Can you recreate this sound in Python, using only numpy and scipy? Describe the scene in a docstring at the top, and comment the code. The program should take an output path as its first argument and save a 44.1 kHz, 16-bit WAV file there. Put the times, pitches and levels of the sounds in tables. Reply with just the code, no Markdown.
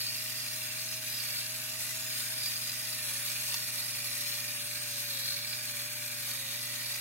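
"""A battery pepper mill runs without a break over a pan in a small kitchen.
From the start its motor whines, its plastic gears rattle and clack, and pepper crunches, while an
electric stove hums underneath. Each time the burr (the steel grinder) bites, the whine sags.
At about 3.5 s a peppercorn splits with the loudest crack, and near 5.3 s the gear buzz swells.
At the end the mill is still grinding, a little slower than it began."""
import sys
import numpy as np
from scipy import signal
from scipy.fft import rfft, irfft, next_fast_len
from scipy.io import wavfile

SR = 44100
rng = np.random.default_rng(int(sys.argv[2]) if len(sys.argv) > 2 else 0)


def inscribe(sig):
    """Save sig as 16-bit PCM at rate SR to the path in sys.argv[1].

    A 1-D sig is mono; a 2-D sig holds one channel per row.
    Samples are clipped to [-1, 1] before scaling.
    """
    pcm = np.round(np.clip(np.atleast_2d(sig).T, -1, 1) * 32767)
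    wavfile.write(sys.argv[1], SR, pcm.astype(np.int16))


N = 308788


# How well the housing lets each pitch of the whine out: pitch_hz, gain_db
WHINE_GAIN = [(547, -3), (565, -2.5), (595, -1), (612, -3.5), (623, -2.2), (634, 1)]
def whine(cycles, pitch_hz, level_db):
    """The spinning motor sings a nearly pure tone with a faint octave above it."""
    tone = np.sin(2 * np.pi * cycles) + from_db(-35) * np.sin(4 * np.pi * cycles)
    gain = from_db(level_db + at_hz(WHINE_GAIN, pitch_hz) + drift(9.4))
    return np.sqrt(2) * tone * gain * from_db([[-.2], [.2]])


# The burr bites a peppercorn: middle_s, length_s, motor_sag_hz, crunch_rise_db, buzz_rise_db
PEPPER_BITES = [(0.058, 0.25, 11, 0.5, 4.5), (0.467, 0.17, 17, 0.5, 1.5), (0.683, 0.24, 13, 1, -1.5),
                (1.124, 0.25, 18, 1.5, 3), (1.318, 0.53, 28, 1, 4), (1.664, 0.37, 9, -0.5, -3.5),
                (1.863, 0.18, 18, 1, -1), (2.208, 0.23, 29, 3, 0), (2.482, 0.32, 26.5, 1.5, 4.5),
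                (2.686, 0.22, 15, .5, 3.5), (3.075, .14, 0, 2.5, 1), (3.135, .31, 57.5, 1, 0),
                (3.299, 0.31, 19, 1.5, 3.5), (3.522, .18, 35, 2, 4), (3.782, 0.15, 18.5, 0.5, 1),
                (4.074, 0.19, 14, 0.5, 4), (4.299, .34, 15, 1.2, 5), (4.602, 0.15, 9, -1, 2.5),
                (4.969, 0.27, 20, 1.1, 2.5), (5.177, .36, 44.5, 1.5, 1.5), (5.36, 0.31, 33.5, -1, -1),
                (5.781, 0.29, 25.5, 2, 0.5), (6.291, 0.38, 19.5, 1.5, 3), (6.45, .27, 39.5, 1, -3)]
# Steady grinding between bites: time_s, pitch_hz, crunch_db, whine_db
STEADY_GRINDING = [(0, 625.7, -39.5, -61), (1, 631.7, -40.5, -58), (2.05, 638, -39.5, -59.5),
                   (2.95, 625.3, -39.5, -58.5), (3.65, 619.3, -39, -59), (4, 597.5, -38.5, -59),
                   (4.7, 593.8, -40, -56.5), (5.6, 611.4, -40.5, -57), (6.1, 596, -41, -57),
                   (7, 588.5, -40, -60.5)]
def motor_load():
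    """Bites slow the motor and change how loud burr and gears are; it jerks more under load."""
    free_hz, crunch_db, whine_db = in_time(STEADY_GRINDING)
    bites = [swell(middle_s, length_s) for middle_s, length_s, *_ in PEPPER_BITES]
    sag_hz, bite_db, strain_db = np.array(PEPPER_BITES)[:, 2:].T @ bites
    jerk_hz = (1.1 + .04 * sag_hz) * drift(20)
    return free_hz - sag_hz + jerk_hz, sag_hz, whine_db, crunch_db + bite_db, strain_db


# The hiss of crushed pepper, from low to high: pitch_hz, level_db
HISS_TONE = [(400, -19.5), (800, -11), (1300, -3), (1800, 2.5), (3000, -1), (4000, 4.5), (5700, 2.5),
             (7300, 0), (9100, 4), (11000, -1.5), (12500, 2.5), (13600, -1), (15800, -0.5)]
# How much louder it is on the left than on the right: pitch_hz, pan_db
HISS_PAN = [(500, -10.5), (1500, -2), (3000, 0), (6000, 2.5), (9000, 1), (12500, 5), (13800, 0.5),
            (16000, -9)]
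# How alike its two sides are (1 is the same, -1 is opposite): pitch_hz, likeness
HISS_LIKENESS = [(400, 1), (1000, 0.096), (3000, 0.26), (5000, -1.24), (6500, 0.38), (8300, -0.22),
                 (10500, 0.17), (12500, 0.28), (14500, 1), (16000, -0.66)]
# The notes the burr rings at: pitch_hz, width_hz, level_db, pan_db
BURR_RINGS = [(6250, 330, 4, -27), (9300, 1800, 7.5, 6), (10330, 1200, 4, 4), (11250, 1000, 7.5, -24),
              (12650, 540, 6.5, 4)]
def crunch(throb, load_db):
    """Countless tiny breaks hiss and set the burr ringing, now at one pitch and now at another."""
    uneven = from_db(.7 * drift(18))
    breaks = np.array([grains(22000, spread_db=3.5), grains(22000, spread_db=5.5)])
    hiss = colour(breaks, HISS_TONE, HISS_LIKENESS, HISS_PAN)
    rings = 0
    for hz, width, db, pan in BURR_RINGS:
        flicker_db = 5.5 * np.tanh(drift(12))
        ring = resonate(grains(9000, spread_db=7), hz, width, pan, lead_rad=1.1)
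        rings = rings + from_db(db + flicker_db) * rms_one(ring)
    return from_db(load_db) * throb * uneven * (from_db(1.5) * hiss + from_db(-7) * rms_one(rings))


# Hard bits drag across the burr: middle_s, length_s, pitch_hz, width_hz, level_db, left_lead_rad
BURR_SCRAPES = [(.2, 0.32, 12450, 300, -50, 1), (.53, 0.34, 5730, 130, -58, -7),
                (0.904, .35, 5940, 130, -58, -6), (1.201, .6, 12100, 700, -48, 1),
                (1.684, 0.36, 5740, 120, -56, -4), (1.795, 0.99, 7360, 251.7, -52, 1),
                (1.819, 0.46, 9770, 220, -49, -0.5), (2.032, 0.43, 6860, 141, -49.5, 1),
                (2.348, .5, 9600, 708, -47, 3.5), (2.44, 0.17, 4855, 301, -42, -1.4),
                (2.89, 0.33, 10000, 201, -52, 0), (3.096, 0.14, 3867, 154, -47, 1),
                (3.11, 0.51, 10500, 599, -43, 1), (3.487, 0.28, 8956, 219, -46, 1.7),
                (3.85, .5, 9050, 131, -49, 0.5), (4.65, .8, 9090, 129.5, -49.5, -1.5),
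                (3.767, 0.28, 12980, 249.5, -49, 1), (4.102, 0.81, 10700, 699.5, -50, -0.5),
                (4.25, 1, 5324, 200, -50.5, 1), (4.29, 0.59, 6400, 170, -55, 0),
                (4.845, 0.71, 8610, 299.4, -51, 1), (4.979, 0.52, 5670, 170, -54, -2),
                (5.101, 0.64, 12650, 350, -48, -1), (5.247, 0.32, 10200, 300, -50, 10),
                (5.25, 0.61, 4550, 1407, -48, -2), (5.273, .3, 4140, 130, -54, -1),
                (5.317, 0.21, 6140, 170, -50.5, 2.5), (5.76, 0.29, 6156, 150.7, -58, -1),
                (6.34, 0.42, 11200, 302.5, -48, 2), (6.42, 0.33, 4050, 200, -53, 0),
                (6.441, 0.65, 3840, 109.7, -46.5, -2), (6.602, .9, 6065, 140.1, -59, -0.5),
                (6.854, 0.84, 3854, 140, -51, -3)]
def scrapes(throb):
    """Each dragged bit chatters on the steel, which rings at one pitch until the bit is gone."""
    chatter = grains(2500, spread_db=4) * throb
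    return sum(from_db(db) * swell(middle_s, length_s) * rms_one(resonate(chatter, hz, width, 0, lead))
               for middle_s, length_s, hz, width, db, lead in BURR_SCRAPES)


# Peppercorns split open: start_s, level_db, decay_s
PEPPER_CRACKS = [(2.432, -39, .006), (2.457, -37, 0.0047), (2.688, -41, 0.0056), (3.273, -41, .0043),
                 (3.484, -40, .02), (3.513, -41, .013), (3.536, -35.5, .006), (3.543, -25.5, .0036),
                 (4.044, -36, 0.0058), (6.308, -37, .0062)]
def cracks():
    """A peppercorn splits with a snap and a short burst that also knocks the gearbox and housing."""
    force, t = np.zeros((2, N)), np.arange(2048) / SR
    for start_s, db, decay_s in PEPPER_CRACKS:
        burst = rng.standard_normal((2, len(t))) * np.exp(-t / decay_s)
        burst[:, :4] += [2.5, 2.5, -2.5, -2.5]  # the sharp first click
        at = int(start_s * SR)
        force[:, at:at + len(t)] += from_db(db) * burst
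    snap = keep_band(force, 2200, 11000, order=1)
    gearbox = 2 * resonate(force[0], 4840, width_hz=4200, pan_db=0, lead_rad=-1.37)
    housing = 2.8 * resonate(force[1], 1100, width_hz=330, pan_db=0, lead_rad=-.28)
    return snap + gearbox + housing


# Shards of pepper hit the burr: start_s, level_db, pitch_hz
SHARD_PINGS = [(0.0214, -35, 4260), (0.1784, -31, 4840), (0.5304, -32, 5680), (0.6294, -34, 4850),
               (0.7851, -35, 4960), (0.8404, -32, 5770), (0.9363, -31, 5900), (1.4579, -44, 6000),
               (1.5134, -41, 4940), (1.6134, -39, 5900), (3.1679, -32, 5950), (4.349, -31, 4640),
               (5.5274, -31.5, 4130), (5.6804, -36, 4140), (6.0377, -35, 3920), (6.9462, -33, 4690)]
def pings():
    """A shard snaps against the burr, which gives a short, bright ring."""
    return from_db(1.5) * strikes(SHARD_PINGS, ring_s=.0061, rasp_db=-8, lead_rad=-1.35)


# Gear teeth jump: start_s, level_db, pitch_hz
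TOOTH_CLACKS = [(0.2768, -37, 2900), (0.7038, -36, 2680), (0.7647, -38, 2360), (0.9368, -37, 2510),
                (1.0735, -32, 2510), (1.3344, -34, 2320), (1.4112, -35, 2690), (1.6886, -35, 2720),
                (2.1051, -36, 2380), (2.4593, -34, 2377), (2.5157, -31, 2450), (2.6918, -37.5, 2510),
                (2.9816, -43, 2770), (3.3584, -32, 2420), (3.7774, -37, 2370), (4.2647, -35, 2416),
                (5.2779, -33.5, 2260), (5.3667, -32.5, 2270), (5.445, -32, 2336), (5.5293, -31, 2360),
                (5.7673, -33, 2322), (6.117, -37, 2313), (6.9576, -35, 2550), (6.9815, -42, 2780)]
def clacks():
    """A plastic tooth jumps and clacks in the housing."""
    return from_db(3.5) * strikes(TOOTH_CLACKS, ring_s=.0045, rasp_db=-5, lead_rad=-.27)


# How loud the gears buzz between bites: time_s, level_db
BUZZ_LEVELS = [(0, -44.5), (.7, -44), (1.7, -45), (2.8, -44.5), (3.7, -44.5), (4.6, -46.5), (4.85, -46.5),
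               (5.3, -37.5), (5.75, -48), (6.2, -44.5), (6.5, -45.5), (7, -43)]
# The gearbox's notes at average speed: pitch_hz, width_hz, level_db, pan_db, left_lead_rad
GEARBOX_RINGS = [(3124, 97, -4.5, 8, -2), (3856, 410, -7.5, -8, -0.5), (4216, 98, 2, 8, -3),
                 (4580, 160, 5, 0, -3), (4725, 190, 2.5, 2, -2), (5010, 880, -6, 3, 0),
                 (5640, 94, -3.5, 5, -2.5)]
def gear_buzz(cycles, speed, throb, strain_db):
    """A small, tight gear knocks and rubs tooth by tooth; the gearbox's notes follow its speed."""
    level_db, = in_time(BUZZ_LEVELS)
    unsteady = from_db(.7 * drift(14))
    teeth = cycles * 9 / 17 + .03 * drift(45)  # teeth passed so far, each a bit early or late
    new_tooth = np.diff(np.floor(teeth), prepend=np.floor(teeth[0])) > 0
    knocks = new_tooth * (1 + .3 * rng.standard_normal(N))
    rubbing = grains(12000, spread_db=1.5) * from_db(2 * np.cos(2 * np.pi * teeth))
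    force = (.7 * rms_one(knocks) + rms_one(rubbing)) * throb * unsteady
    rings = 0
    for hz, width, db, pan, lead in GEARBOX_RINGS:
        wander_db = 4.5 * np.tanh(1.5 * drift(4))  # the teeth shift against each other
        bend = 1 + .022 * drift(4)
        rings = rings + from_db(db + wander_db) * resonate(force, hz * speed * bend, width, pan, lead)
    return from_db(level_db + strain_db) * rms_one(rings)


# Two strong notes of the housing's barrel: pitch_hz, width_hz, pan_db, left_lead_rad
BARREL_RINGS = [(2393, 125, -3, -0.061), (2660, 144, -6.5, -1.6)]
# How loud those two are: time_s, lower_note_db, upper_note_db
BARREL_LOUDNESS = [(0, -50, -53), (.25, -53, -52.5), (.7, -51.5, -52.5), (.95, -53.5, -54.5),
                   (1.25, -49.5, -56), (1.75, -55, -52), (2.45, -50, -57), (2.85, -52.5, -54.5),
                   (3.1, -49.5, -55.5), (3.55, -51.5, -54), (4, -49, -58), (4.55, -49.5, -56),
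                   (4.9, -52, -57), (5.4, -50.5, -59), (6.2, -48.5, -66), (6.55, -51.5, -56),
                   (7, -50.5, -56)]
# The housing's weak notes: pitch_hz, width_hz, level_db, pan_db, left_lead_rad
WEAK_RINGS = [(890, 167, -9, -0.5, -1.95), (1179, 510, -7.5, 1.5, -1), (3530, 133, -2.5, -6.5, 0.79)]
# How loud the weak notes and one shifting note rattle: time_s, level_db
RATTLE_LEVELS = [(0, -50.5), (1, -50.5), (2, -49), (3.2, -50), (4, -48.5), (4.7, -50.5), (5.3, -50),
                 (6, -49), (7, -48)]
def gear_rattle(cycles, speed, throb, shifting_hz):
    """The slow, loose gears shake the housing, and one wheel catches with a tick twice a turn."""
    level_db, = in_time(RATTLE_LEVELS)
    ticks = (cycles * .0623).astype(int)  # ticks so far
    strength = from_db(2 * rng.standard_normal(ticks[-1] + 1))[ticks]
    catches = from_db(-5.5) * rms_one(np.diff(ticks, prepend=0) * strength)
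    force = grains(12000, spread_db=1.5) * throb
    waver = 1 + .009 * drift(3)  # the housing's notes waver in pitch
    shifting = rms_one(resonate(force, shifting_hz * waver, width_hz=135, pan_db=-12, lead_rad=-.3))
    barrel = sum(from_db(db) * rms_one(resonate(force + catches, hz * waver, width, pan, lead))
                 for (hz, width, pan, lead), db in zip(BARREL_RINGS, in_time(BARREL_LOUDNESS)))
    lean = waver * speed ** .53  # the weak notes partly follow the gears' speed
    weak = rms_one(sum(from_db(db) * resonate(force, hz * lean, width, pan, lead)
                       for hz, width, db, pan, lead in WEAK_RINGS))
    return barrel + from_db(level_db) * (from_db(-6) * weak + from_db(-3.5) * shifting)


# Times when the housing's shifting note sits high: middle_s, length_s
HIGH_NOTE_SPELLS = [(0.206, 0.77), (1.838, 0.3), (2.75, 0.7), (4.037, 1.251), (6.749, 1.22)]
def shifting_pitch(sag_hz):
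    """One note of the housing rests low, rises with the strain of a bite and stays high in spells."""
    low_hz, high_hz = 1640 + 2 * sag_hz, 1994
    high = np.minimum(1, 2.4 * sum(swell(*spell) for spell in HIGH_NOTE_SPELLS))
    return (1 - high) * low_hz + high * high_hz


# Rates at which the gears throb, locked to the motor:
# throbs_per_whine_cycle, rattle_swing_db, buzz_swing_db, crunch_swing_db
GEAR_THROBS = [(.03115, .6, .4, .6), (.0623, 0, 1.9, .45), (.0818, .9, 1.9, .35), (.0934, .95, .4, .25),
               (.1453, .55, .7, .35)]
def gear_throb(cycles):
    """The turning gears make rattle, buzz and crunch throb at several related rates."""
    throbs = np.array(GEAR_THROBS)
    swing = np.sin(2 * np.pi * (throbs[:, :1] * cycles + rng.random((len(throbs), 1))))
    return from_db(throbs[:, 1:].T @ swing)


# Echoes off the pan, stove top and hand: delay_s, strength
CLOSE_SURFACES = [(.0005, .24), (.0009, 0.21), (.00122, 0.32), (.0017, 0.19), (.0023, .26), (.0031, 0.19)]
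def close_echoes(x):
    """Small surfaces bounce the treble back; the echoes swell, fade and shift as the hand moves."""
    treble = keep_band(x, 3100, 12000, order=2)
    fine = signal.resample_poly(treble, 2, 1, axis=1)  # twice the samples, for smooth delays
    out, n = x.copy(), np.arange(N)
    for delay_s, strength in CLOSE_SURFACES:
        lag = SR * (delay_s + .00003 * drift(.96))
        both_ears = drift(3.2)
        for ear in range(2):
            facing = np.tanh(2.7 * both_ears + drift(2.2))
            out[ear] += strength * facing * np.interp(2 * (n - lag), np.arange(2 * N), fine[ear])
    return out * np.sqrt(np.mean(x ** 2) / np.mean(out ** 2))


def kitchen_echo(x, echo_db, fade_s):
    """Stove top and walls send back a dense, quickly dying echo, different on each side."""
    t = np.arange(16384) / SR
    echo = rng.standard_normal((2, len(t))) * from_db(-60 * t / fade_s) * (t > .002)
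    echo /= np.sqrt(np.sum(echo ** 2, axis=1, keepdims=True))
    return x + from_db(echo_db) * signal.fftconvolve(x, echo, axes=1)[:, :N]


# The tones of the stove's hum: pitch_hz, level_db, pan_db
HUM_TONES = [(120, -55, 3), (144.4, -69, 2), (239.6, -65.5, -7), (268, -71, 1)]
def stove_hum():
    """The electric stove hums with a few low, almost steady tones."""
    hum, t = 0, np.arange(N) / SR
    for hz, db, pan in HUM_TONES:
        tone = np.sqrt(2) * np.sin(2 * np.pi * (hz * t + rng.random()) + .046 * drift(2))
        hum = hum + from_db(db + np.array([[pan], [-pan]]) / 2) * tone
    return hum


# The room's rumble, from low to high: pitch_hz, level_db
ROOM_TONE = [(25, -38), (60, -28), (95, 5.5), (150, 3), (205, -4.5), (270, 1), (380, -10), (700, -7.5),
             (1500, -14.5)]
# How alike its two sides are: pitch_hz, likeness
ROOM_LIKENESS = [(25, .7), (120, 0.61), (300, 1), (1500, 0.82)]
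def room_rumble():
    """A quiet, low noise fills the kitchen."""
    noise = rng.standard_normal((2, N))
    return from_db(-59) * colour(noise, ROOM_TONE, ROOM_LIKENESS, pan=[(100, .65), (300, -.86)])


def strikes(rows, ring_s, rasp_db, lead_rad):
    """Single hard hits: each rings briefly, with a short rasp around its pitch."""
    out, t = np.zeros((2, N)), np.arange(2048) / SR
    attack_s = .003
    envelope = (1 - np.exp(-t / attack_s)) * np.exp(-t / ring_s)
    for start_s, db, hz in rows:
        rasp = rms_one(keep_band(rng.standard_normal((2, len(t))), hz / 1.3, hz * 1.3, order=2))
        ring = np.sin(2 * np.pi * hz * t + np.array([[lead_rad], [0]]))
        hit = from_db(db) * envelope * (ring + from_db(rasp_db) * rasp)
        at = int(start_s * SR)
        out[:, at:at + len(t)] += hit[:, :N - at]
    return out


def resonate(force, hz, width_hz, pan_db, lead_rad):
    """A shaken part rings near one pitch; the left side's wave runs ahead by lead_rad."""
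    turn = np.exp(2j * np.pi * np.cumsum(hz * np.ones(N)) / SR)
    ring = turn * signal.sosfilt(signal.butter(1, width_hz / 2, fs=SR, output="sos"), force / turn)
    ring = keep_band(ring, np.mean(hz) / 1.3, np.mean(hz) * 1.3, order=1)
    left = (ring * np.exp(1j * lead_rad)).real
    return np.array([left * from_db(pan_db / 2), ring.real * from_db(-pan_db / 2)])


def colour(pair, spectrum, likeness, pan):
    """Turn two unrelated noises into one stereo sound with the given tone, likeness and balance."""
    size = next_fast_len(N + 4096)
    hz = np.arange(size // 2 + 1) * SR / size
    mid, side = rfft(pair, size)
    alike, sides = np.clip(at_hz(likeness, hz), -1, 1), np.array([[1], [-1]])
    ears = np.sqrt(1 + alike) * mid + np.sqrt(1 - alike) * side * sides
    gain = from_db(at_hz(spectrum, hz) + sides * at_hz(pan, hz) / 2)
    return rms_one(irfft(ears * gain, size)[:, :N])


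def grains(per_s, spread_db):
    """Random clicks of uneven size and sign."""
    sizes = from_db(spread_db * np.minimum(rng.exponential(1, N), 4))
    return rms_one(sizes * rng.choice([-1, 1], N) * (rng.random(N) < per_s / SR))


def drift(rate_hz):
    """A smooth random wander, about 1 in size."""
    r = np.exp(-80 * np.pi * rate_hz / SR)
    slow = signal.lfilter([1], [1, -2 * r, r * r], rng.standard_normal(N // 40 + 2002))[2000:]
    return np.interp(np.arange(N) / 40, np.arange(len(slow)), rms_one(slow))


def swell(middle_s, length_s):
    """A smooth rise from 0 to 1 and back."""
    return np.cos(np.pi * np.clip((np.arange(N) / SR - middle_s) / length_s, -.5, .5)) ** 2


def keep_band(x, low_hz, high_hz, order):
    """Let through what lies between two pitches."""
    return signal.sosfilt(signal.butter(order, [low_hz, high_hz], "band", fs=SR, output="sos"), x)


def in_time(rows):
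    """Join a table's points in time: one curve per column."""
    time_s, *columns = np.transpose(rows)
    return [np.interp(np.arange(N) / SR, time_s, c) for c in columns]


def at_hz(points, hz):
    """Read a table's value at any pitch."""
    return np.interp(np.log(hz + 1), np.log(np.array(points)[:, 0]), np.array(points)[:, 1])


def from_db(db):
    """Decibels to gain."""
    return 10 ** (np.asarray(db) / 20)


def rms_one(x):
    """Scale to an average strength (rms) of 1."""
    return x / np.sqrt(np.mean(np.abs(x) ** 2) + 1e-20)


def scene():
    """The motor's turning drives gears and burr, with the stove and the room underneath."""
    pitch_hz, sag_hz, whine_db, crunch_db, strain_db = motor_load()
    speed = pitch_hz / np.mean(pitch_hz)
    cycles = np.cumsum(pitch_hz) / SR  # waves of the whine so far
    rattle_throb, buzz_throb, crunch_throb = gear_throb(cycles)
    rattle = gear_rattle(cycles, speed, rattle_throb, shifting_pitch(sag_hz))
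    buzz = gear_buzz(cycles, speed, buzz_throb, strain_db)
    pepper = close_echoes(crunch(crunch_throb, crunch_db)) + scrapes(crunch_throb) + cracks()
    mill = kitchen_echo(rattle + buzz + pepper + clacks() + pings(), echo_db=-6, fade_s=.036)
    return mill + whine(cycles, pitch_hz, whine_db) + stove_hum() + room_rumble()


def record(dry):
    """The deepest rumble is softened and the very top is cut steeply."""
    dry = signal.sosfilt(signal.butter(2, 55, "high", fs=SR, output="sos"), dry)
    return signal.sosfilt(signal.ellip(12, .1, 80, 15800, fs=SR, output="sos"), dry)


dry = scene()
out = record(dry)
inscribe(out)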